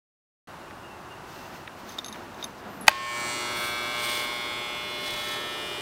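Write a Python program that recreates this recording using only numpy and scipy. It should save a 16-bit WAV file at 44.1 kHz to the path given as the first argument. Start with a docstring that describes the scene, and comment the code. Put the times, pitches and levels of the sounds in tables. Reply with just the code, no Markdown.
"""On a sheet, in a steady wash of noise with faint far chirps, a dog is stroked and its collar tags clink.
A corded clipper is switched on: the armature's impact rings the case with a loud, clipped snap.
Driven by the mains, it then buzzes at twice the mains frequency. Its radiation is directional, so the
tone shifts as it turns in the hand. The blades crunch through the fur in three passes, each a swarm of
snapping hairs, over the friction noise of the case on the coat."""
import sys
import numpy as np
from scipy import signal
from scipy.fft import rfft, irfft, next_fast_len
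from scipy.io import wavfile
from scipy.ndimage import map_coordinates

SR = 44100
rng = np.random.default_rng(int(sys.argv[2]) if len(sys.argv) > 2 else 0)


def persist_wave(psi):
    """Save psi, clipped to +-1, as 16-bit WAV."""
    counts = np.round(np.clip(psi, -1, 1) * 32767).astype(np.int16)
    wavfile.write(sys.argv[1], SR, np.atleast_2d(counts).T)


N = 256220
T = np.arange(N) / SR
ON_S, STROKE_HZ = 2.881, 120  # the clipper starts; its stroke rate is twice the mains frequency
RUNNING = T >= ON_S

# Spectral envelope of the buzz, lower part: (harmonic number, level [dB])
BUZZ_LOW = [(1, -18), (2, -22.5), (3, -11), (4, -22), (6, -17.5), (7, -9), (8, -12.5), (10, -9.5),
            (11, -5.5), (12, -10.5), (14, -10.5), (16, -10), (17, -4), (20, -5), (21, -10), (22, -10),
            (23, -10), (24, -6), (26, -10.5), (27, -8), (30, -7.5), (31, -12.5), (32, -8.5), (33, -17),
            (34, -7.5), (35, -16.5)]
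# Its upper part: (frequency [Hz], level [dB])
BUZZ_HIGH = [(4400, -14), (4800, -14), (5200, -15.5), (6200, -17.5), (6500, -13.5), (7900, -8),
             (8700, -15.5), (9400, -17), (10600, -19), (12100, -21), (12900, -21), (14300, -23),
             (15700, -23)]
# Registers of hum, housing, blade, blade tick and sizzle: (first harmonic, last harmonic)
REGISTERS = [(1, 14), (15, 26), (27, 52), (53, 78), (79, 131)]
# Response of each register: (level [dB], share of facing level, share of pressure level)
REGISTER_RESPONSE = [(-38.5, 0.06, 0.66), (-38.8, .22, 0.02), (-37.8, .38, .22), (-41, 1.02, .02),
                     (-51, .25, .55)]
# Blade resonance, moving with grip and load: (time [s], frequency [Hz])
BLADE_RESONANCE = [(3.1, 2950), (3.22, 3980), (3.5, 3940), (3.8, 3530), (4.7, 3430), (5.05, 3650),
                   (5.3, 3700), (5.5, 3080)]
# How squarely the blade faces the microphone: (time [s], level [dB])
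FACING = [(2.92, -19), (3.05, -10.5), (3.2, -2), (3.32, 0), (3.64, -11), (4.0, -8.5), (4.35, -13),
          (5.1, -15), (5.501, -11)]
# Pressure of the case on the coat: (time [s], level [dB])
PRESSURE = [(3.03, -16), (3.18, -1), (3.6, 0.5), (4.3, -2), (4.65, -6), (5.05, -7), (5.5, -4)]
DRIFT_HZ, DRIFT_RAD = 3.195, .41  # rate and phase depth of each harmonic's wander

def clipper_buzz(trim_db=-.36, blade_db=5, blade_width_hz=380, steel_hz=7950, steel_width_hz=800):
    """Forced vibration: the armature drives the blade, and resonances colour its harmonics."""
    t = T[RUNNING]
    stroke_phase = 2 * np.pi * STROKE_HZ * t
    blade_hz, facing_db, press_db = (curve(rows, t) for rows in (BLADE_RESONANCE, FACING, PRESSURE))
    colour = [(round(k) * STROKE_HZ, db) for k, db in BUZZ_LOW] + list(BUZZ_HIGH)
    # reflections off hand and body interfere, most deeply for short waves
    interference = [(1500, 3), (5000, 5)]  # (frequency [Hz], depth [dB])
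    y = np.zeros(N)
    for (first, last), (db, by_facing, by_press) in zip(REGISTERS, REGISTER_RESPONSE):
        is_tick = first * STROKE_HZ > 6300
        harmonics = np.zeros(len(t))
        for k in range(first, last + 1):
            if k in RESONANT_HARMONICS or k == CONTACT_HARMONIC:
                continue
            hz = k * STROKE_HZ
            # harmonics nearly in phase make one tick a stroke; the case smears the rest
            spread_rad = .35 if is_tick and hz < 11500 else np.pi
            phase = k * stroke_phase + spread_rad * rng.standard_normal()
            phase += DRIFT_RAD * wobble(DRIFT_HZ, t)
            blade_ring_db = blade_db / (1 + ((hz - blade_hz) / blade_width_hz) ** 2)
            steel_ring_db = 3 * amp(facing_db) / (1 + ((hz - steel_hz) / steel_width_hz) ** 2)
            wander_db = along(interference, hz) * np.minimum(wobble(DRIFT_HZ, t), 1.5)
            gain = amp(along(colour, hz) + blade_ring_db + steel_ring_db + wander_db)
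            harmonics += gain * np.sin(phase)
        level_db = db + by_facing * facing_db + by_press * press_db + trim_db
        flutter = 1 + is_tick * .11 * wobble(STROKE_HZ, t)
        y[RUNNING] += amp(level_db) * unit(harmonics) * flutter
    return y


# Harmonics at which the case resonates: (harmonic number)
RESONANT_HARMONICS = [9, 13, 15, 18, 19, 25, 28, 29, 36]
# Their radiation lobes: (harmonic number, level [dB], aim [deg], half width [deg])
LOBES = [(9, -37, 6.7, 20), (9, -44.5, 52, 27), (13, -43, 44, 11), (15, -41, 14, 14),
         (15, -42.5, 80.5, 6.3), (18, -39, 48, 29), (19, -36.3, 20, 9.5), (19, -38.5, 50.6, 10.3),
         (25, -46.5, 76, 20), (28, -43.5, 50, 19), (28, -46.5, 78, 12.5), (29, -42.6, 61, 23),
         (36, -45.5, 38, 19.6)]
# The clipper turns in the hand: (time [s], angle [deg])
ROTATION = [(2.9, 0), (3.5, 40.5), (5.0, 70.5), (5.8, 90.5)]
CONTACT_HARMONIC = 5  # brought out by pressure on the dog

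def case_resonances(off_lobe_db=-56, contact_db=-46, swell_db=3, trim_db=-1.1, drift_db=1.1):
    """Directivity: the case beams its resonant harmonics in lobes that sweep past as it turns."""
    t = T[RUNNING]
    angle = curve(ROTATION, t)
    gains = {}
    for k in RESONANT_HARMONICS:
        lobes = sum(amp(db) * bell(angle - aim, width) for n, db, aim, width in LOBES if round(n) == k)
        gains[k] = np.hypot(lobes, amp(off_lobe_db))
    gains[CONTACT_HARMONIC] = amp(contact_db + .42 * curve(PRESSURE, t))
    labour_db = swell_db * blade_load()[RUNNING]
    y = np.zeros(N)
    for k, gain in gains.items():
        phase = np.pi * rng.standard_normal() + DRIFT_RAD * wobble(DRIFT_HZ, t)
        rms = gain * amp(trim_db + labour_db + drift_db * wobble(DRIFT_HZ, t))
        y[RUNNING] += rms * np.sqrt(2) * np.sin(2 * np.pi * k * STROKE_HZ * t + phase)
    return y


def under_load(buzz, shake=.12, lag_s=1.5e-5):
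    """Amplitude and phase modulation: hair between the blades makes the strokes uneven."""
    load = blade_load()
    delay_s = lag_s * load * wobble(45)
    strength = 1 + shake * load * wobble(60)
    return strength * map_coordinates(buzz, [(T - delay_s) * SR])


# Passes through the fur: (start [s], hold [s], crunch level [dB], fizz level [dB])
PASSES = [(3.6, .04, -43.5, -41.5), (4.05, .11, -38, -39.5), (5.06, .25, -42.2, -46.3)]

def cutting_gains(stray_db=-52):
    """Incoherent sources add in power: crunch and fizz gains of the passes plus stray hairs."""
    stray = amp(stray_db + .47 * curve(PRESSURE))
    crunch, fizz = gestures(PASSES, rise_s=.045, fall_s=.081)
    return np.hypot(crunch, stray), np.hypot(fizz, stray)


def blade_load():
    """Mechanical load follows the crunch: 1 in the thickest fur."""
    crunch, _ = cutting_gains()
    return crunch / crunch.max()


# Crunch of snapping hairs: (frequency [Hz], spectral density [dB])
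CRUNCH_SPECTRUM = [(1200, -13), (1900, -7.5), (2270, -4), (2750, -5), (3100, -7), (3350, -0.5),
                   (4200, -5.5), (4800, -5.5), (5600, -10), (6600, -12.5), (8000, -24)]
# Their high fizz: (frequency [Hz], spectral density [dB])
FIZZ_SPECTRUM = [(5500, -26), (7200, -3.5), (7800, -8), (8400, 6), (9200, -1.5), (10400, -3.5),
                 (11100, -2.5), (12100, -5), (13000, -1.5), (14300, -5.5), (15700, -6)]

def hair_cutting(crunch_db=1.8, fizz_db=-1.5, clump_db=1.5, grain_db=2.8, settle_t60=.76):
    """Fracture noise: hairs snap in clumps, pulsing twice in each cycle of the blade."""
    crunch, fizz = cutting_gains()
    settling = amp(-44 - 60 * np.abs(T - ON_S) / settle_t60)  # the blades chatter as they start
    bites = 1 + .26 * np.cos(2 * np.pi * 2 * STROKE_HZ * T)
    snaps = bites * amp(clump_db * wobble(170) + grain_db * rng.standard_normal(N))
    crunching = (crunch + settling) * amp(crunch_db) * noise(CRUNCH_SPECTRUM, snaps)
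    fizzing = fizz * amp(fizz_db) * noise(FIZZ_SPECTRUM, snaps)
    return (crunching + fizzing) * RUNNING


# The case sliding on the coat: (frequency [Hz], spectral density [dB])
RUB_SPECTRUM = [(30, -7), (110, -9), (250, 1), (370, 1), (600, -2.5), (850, 1), (1250, -2), (1700, -7),
                (2400, -34)]
# The case drumming on the flank: (frequency [Hz], spectral density [dB])
DRUM_SPECTRUM = [(300, -18), (350, -6.5), (400, 0), (440, -7), (520, -13)]
# Strength of that drumming: (time [s], level [dB])
DRUM_LEVEL = [(2.9, -70), (3.3, -67), (4.4, -52), (5.0, -49), (5.4, -46), (5.8, -43.5)]

def case_contact(rub_db=-41.5):
    """Sliding friction: the rub grows with pressure, while the case drums dully on the flank."""
    rub = amp(curve(PRESSURE) + rub_db) * noise(RUB_SPECTRUM)
    drum = amp(curve(DRUM_LEVEL)) * noise(DRUM_SPECTRUM)
    return (rub + drum) * RUNNING


# The switch clicks and the armature slams in: (time [s], level [dB], relative crack level [dB])
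SWITCH_IMPACTS = [(2.869, -28, 2), (2.8727, -26.5, 0), (2.8792, -19.5, 7), (2.8807, 4, -18),
                  (2.8816, 7.5, -12.5), (2.8842, -13, -14), (2.8929, -22, 2), (2.914, -26, -12)]
# Modes of the plastic case: (frequency [Hz], level [dB], T60 [s])
CASE_MODES = [(600, -8.5, 0.04), (860, -0.5, 0.016), (1260, -7, 0.014), (1593, 1, 0.021),
              (1920, 2.5, 0.0093), (2555, 1, 0.019), (2990, -3.5, 0.015), (3750, -3, 0.0097),
              (4750, -1.5, 0.0098), (6490, -10.5, 0.01), (9730, -15, 0.0073)]

def switch_snap(crack_t60=.012, reverb_db=-27, reverb_t60=.2, low_cut_hz=480):
    """Impact excitation: each blow rings the case under a short crack, with faint reverberation."""
    y, t = np.zeros(N), T[:SR // 4]
    for s, db, crack_db in SWITCH_IMPACTS:
        crack = amp(crack_db - 60 * t / crack_t60) * rng.standard_normal(len(t)) / 2
        add(y, s, amp(db) * (ring(CASE_MODES, t) + crack))
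    # the snap carries little bass
    y = signal.sosfilt(signal.butter(2, low_cut_hz, "high", fs=SR, output="sos"), y)
    tail = rng.standard_normal(len(t)) * amp(-60 * t / reverb_t60)
    return y + amp(reverb_db) * signal.fftconvolve(y, tail / np.linalg.norm(tail))[:N]


# Collisions of the tags: (time [s], level [dB], upper mode boost [dB], decay time factor)
TAG_CLINKS = [(1.8913, -36, 6, 1.3), (1.9203, -41, 7, 1.5), (1.9407, -42, 2, 1.2), (1.9848, -24.5, -20, .3),
              (1.9877, -19, -32, 0.52), (2.045, -26, 3, .6), (2.0608, -30, 9, 1.3), (2.0829, -31.5, 6, 1.2),
              (2.1263, -31, 0, .7), (2.3438, -43, 0, .65), (2.4272, -26, -24, 0.57), (2.44, -26.5, 1, .9),
              (2.443, -22, 0, 0.46)]
# Modes of a tag: (frequency [Hz], level [dB], T60 [s])
TAG_MODES = [(3590, -1.5, 0.02), (3675, 10, 0.034), (6290, 6.5, 0.032), (6445, -2, 0.04),
             (9800, -13, 0.061), (10200, -7, 0.11), (10660, -25, 0.11), (11570, -10, .07),
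             (14800, -18, .06)]

def collar_tags(chatter_db=-10.5, chatter_t60=.027, rebound_s=.007, rebound_db=-14):
    """Damped plate vibration: tags collide, chatter and rebound; edge contacts excite upper modes."""
    y, t = np.zeros(N), T[:SR // 4]
    contact = noise([(700, 0), (2200, 3), (3300, -7), (3900, 8), (5000, 5), (6400, -2), (7200, -10),
                     (9200, -17), (10500, -17), (12000, -11), (15000, -21)])
    for s, db, bright_db, length in TAG_CLINKS:
        detune = 1 + .006 * rng.standard_normal()
        modes = [(hz * detune, level + bright_db * (hz > 5000), t60 * length)
                 for hz, level, t60 in TAG_MODES]
        chatter = amp(chatter_db - 60 * t / (chatter_t60 * length)) * contact[round(s * SR):][:len(t)]
        add(y, s, amp(db) * (ring(modes, t) + chatter))
        add(y, s + rebound_s, amp(db + rebound_db) * (ring(modes, t) + chatter))
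    return y


# Ping of a small steel part: (time [s], peak level [dB])
PINGS = [(2.8102, -34.5)]
# Its modes: (frequency [Hz], level [dB], T60 [s])
STEEL_MODES = [(10140, 1.5, .1), (11250, 3, .22), (11480, -11, .1)]

def steel_ping():
    """Free vibration: a small steel part rings at its high natural frequencies."""
    y = np.zeros(N)
    for s, db in PINGS:
        add(y, s, amp(db) * ring(STEEL_MODES, T[:SR // 4]))
    return y


# Strokes of the hand: (start [s], hold [s], hair level [dB], cloth level [dB])
HAND_STROKES = [(1.38, 0.16, -51, -54), (1.9, .04, -50.5, -45.5), (2.15, .02, -57, -44),
                (2.4, 0.085, -55, -47), (2.68, 0.16, -63, -44.5)]
# Hiss of the coat: (frequency [Hz], spectral density [dB])
COAT_SPECTRUM = [(900, -3), (1900, 2.5), (3000, -1), (4300, -0.5), (6000, -2), (7500, -10), (10500, -17),
                 (12500, -11), (14500, -6), (15800, -13)]
# Rustle of the sheet: (frequency [Hz], spectral density [dB])
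SHEET_SPECTRUM = [(30, -8), (120, -22), (210, 5), (310, -0.5), (450, -6), (800, -2), (1250, -5.5),
                  (2000, -14.5), (4000, -23), (8000, -45)]

def stroking(uneven_db=3):
    """Friction noise: a hand slides unevenly over the coat and shifts the sheet."""
    hair, cloth = gestures(HAND_STROKES, rise_s=.062, fall_s=.055)
    hiss = hair * amp(uneven_db * wobble(25.04)) * noise(COAT_SPECTRUM)
    rustle = cloth * amp(uneven_db * wobble(18)) * noise(SHEET_SPECTRUM)
    return hiss + rustle


# Small contacts as the dog is handled: (time [s], peak level [dB])
DRY_TICKS = [(0.7087, -31.5), (1.6762, -28), (2.1445, -34), (2.159, -35)]

def handling_ticks(t60=.024):
    """Heavy damping: each dry contact is a burst of noise with no ring."""
    y, t = np.zeros(N), T[:SR // 20]
    grit = noise([(600, -15), (1300, 9), (2300, 7), (3800, -4), (5000, -22), (12000, -41)])
    for s, db in DRY_TICKS:
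        tick = amp(-60 * t / t60) * grit[round(s * SR):][:len(t)]
        add(y, s, amp(db) * tick / np.abs(tick).max())
    return y


# Bumps as clipper and dog are moved: (time [s], frequency [Hz], rms level at the crest [dB])
SOFT_BUMPS = [(2.69, 230, -51), (2.82, 206, -44), (5.13, 44.7, -50), (5.7, 75, -49)]

def handling_bumps(half_width_s=.038, spread=.23):
    """Soft impacts excite only low frequencies: short swells of narrow-band rumble."""
    y = np.zeros(N)
    for s, hz, db in SOFT_BUMPS:
        band = [(hz * (1 - spread), -12), (hz, 0), (hz * (1 + spread), -12)]
        y += amp(db) * bell(T - s, half_width_s) * noise(band)
    return y


# Far chirps and a thin squeak: (time [s], length [s], frequency [Hz], relative rise, rms level [dB])
CHIRPS = [(.83, .06, 2790, 0.017, -56.5), (0.875, 0.095, 2640, 0.021, -59),
          (1.09, 0.065, 2770, 0.019, -54.5), (1.332, 0.166, 2640, 0.0294, -60),
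          (2.665, 0.16, 12300, .14, -64)]

def far_chirps(waver=.013):
    """Frequency modulation: thin wavering whistles arch up in pitch and back."""
    y = np.zeros(N)
    for s, length, hz, rise, db in CHIRPS:
        t = T[:int(length * SR)]
        arch = np.abs(np.sin(np.pi * t / length))
        pitch = hz * (1 + rise * arch + waver * wobble(95, t))
        add(y, s, amp(db) * 2 * arch * np.sin(2 * np.pi * np.cumsum(pitch) / SR))
    return y


# Background wash: (frequency [Hz], spectral density [dB])
BACKGROUND_SPECTRUM = [(15, -48), (25, -18), (96, -5.5), (267, -6), (313, -5), (349, -1.5), (421, -9),
                       (523, -7.5), (871, -4.5), (970, -5), (1450, -8.5), (2360, -19), (2770, -15.5),
                       (3090, -21), (15500, -37.5)]

def background(level_db=-43.5, waver_db=.62):
    """Broadband ambient noise at a nearly steady level."""
    return amp(level_db + waver_db * wobble(4.69)) * noise(BACKGROUND_SPECTRUM)


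def amp(db):
    """Decibels to gain."""
    return 10 ** (np.asarray(db) / 20)


def unit(x):
    """Normalisation to rms 1."""
    return x / np.sqrt(np.mean(x ** 2) + 1e-20)


def bell(x, width):
    """Gaussian of height 1, halved at one width either side."""
    return .5 ** ((x / width) ** 2)


def along(points, hz):
    """Interpolation of (frequency [Hz], value) points on a log axis."""
    f, v = np.transpose(points)
    return np.interp(np.log(hz + 1), np.log(f + 1), v)


def curve(points, t=T):
    """Linear interpolation of (time [s], value) points."""
    return np.interp(t, *np.transpose(points))


def wobble(rate, t=T):
    """Smooth random modulation, rate knots a second."""
    coarse = np.linspace(t[0], t[-1], len(t) // 64)
    knots = rng.standard_normal(2048)
    return np.interp(t, coarse, map_coordinates(knots, [coarse * rate], mode="wrap"))


def gestures(rows, rise_s, fall_s):
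    """Rise, hold and fall: one envelope per level column of (start [s], hold [s], levels [dB])."""
    outside = lambda s, hold: np.maximum(s - T, 0) / rise_s + np.maximum(T - s - hold, 0) / fall_s
    return sum(amp(levels)[:, None] / (1 + outside(s, hold) ** 2) for s, hold, *levels in rows)


def noise(spectrum, gate=1):
    """Gated noise of rms 1, shaped by (frequency [Hz], spectral density [dB]) points."""
    size = next_fast_len(N + 8192)
    hz = np.fft.rfftfreq(size, 1 / SR)
    low, high = spectrum[0][0], spectrum[-1][0]
    skirts = np.minimum(hz / low, 1) ** 2 / np.maximum(hz / high, 1) ** 2
    white = rfft(gate * rng.standard_normal(N), size)
    return unit(irfft(white * amp(along(spectrum, hz)) * skirts, size)[:N])


def ring(modes, t):
    """Superposition of decaying modes at slightly random strengths, peak 1."""
    y = sum((-1) ** k * amp(db + rng.standard_normal() - 60 * t / t60) * np.sin(2 * np.pi * hz * t)
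            for k, (hz, db, t60) in enumerate(modes))
    return y / np.abs(y).max()


def add(track, s, sound):
    """Mix a sound into a track at time s."""
    part = track[round(s * SR):][:len(sound)]
    part += sound[:len(part)]


def scene():
    """Superposition: all sources sum in one channel."""
    surroundings = background() + stroking() + handling_bumps() + far_chirps()
    impacts = handling_ticks() + collar_tags() + steel_ping() + switch_snap()
    clipper = under_load(clipper_buzz() + case_resonances()) + case_contact() + hair_cutting()
    return (surroundings + impacts + clipper)[None]


def record(dry, silent_until_s=.473, top_hz=15750):
    """Clipping and band limiting: after an opening silence, peaks are cut flat, then low-passed."""
    clipped = np.clip(dry * (T >= silent_until_s), -1, 1)
    return signal.sosfilt(signal.ellip(12, .1, 90, top_hz, fs=SR, output="sos"), clipped)


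dry = scene()
out = record(dry)
persist_wave(out)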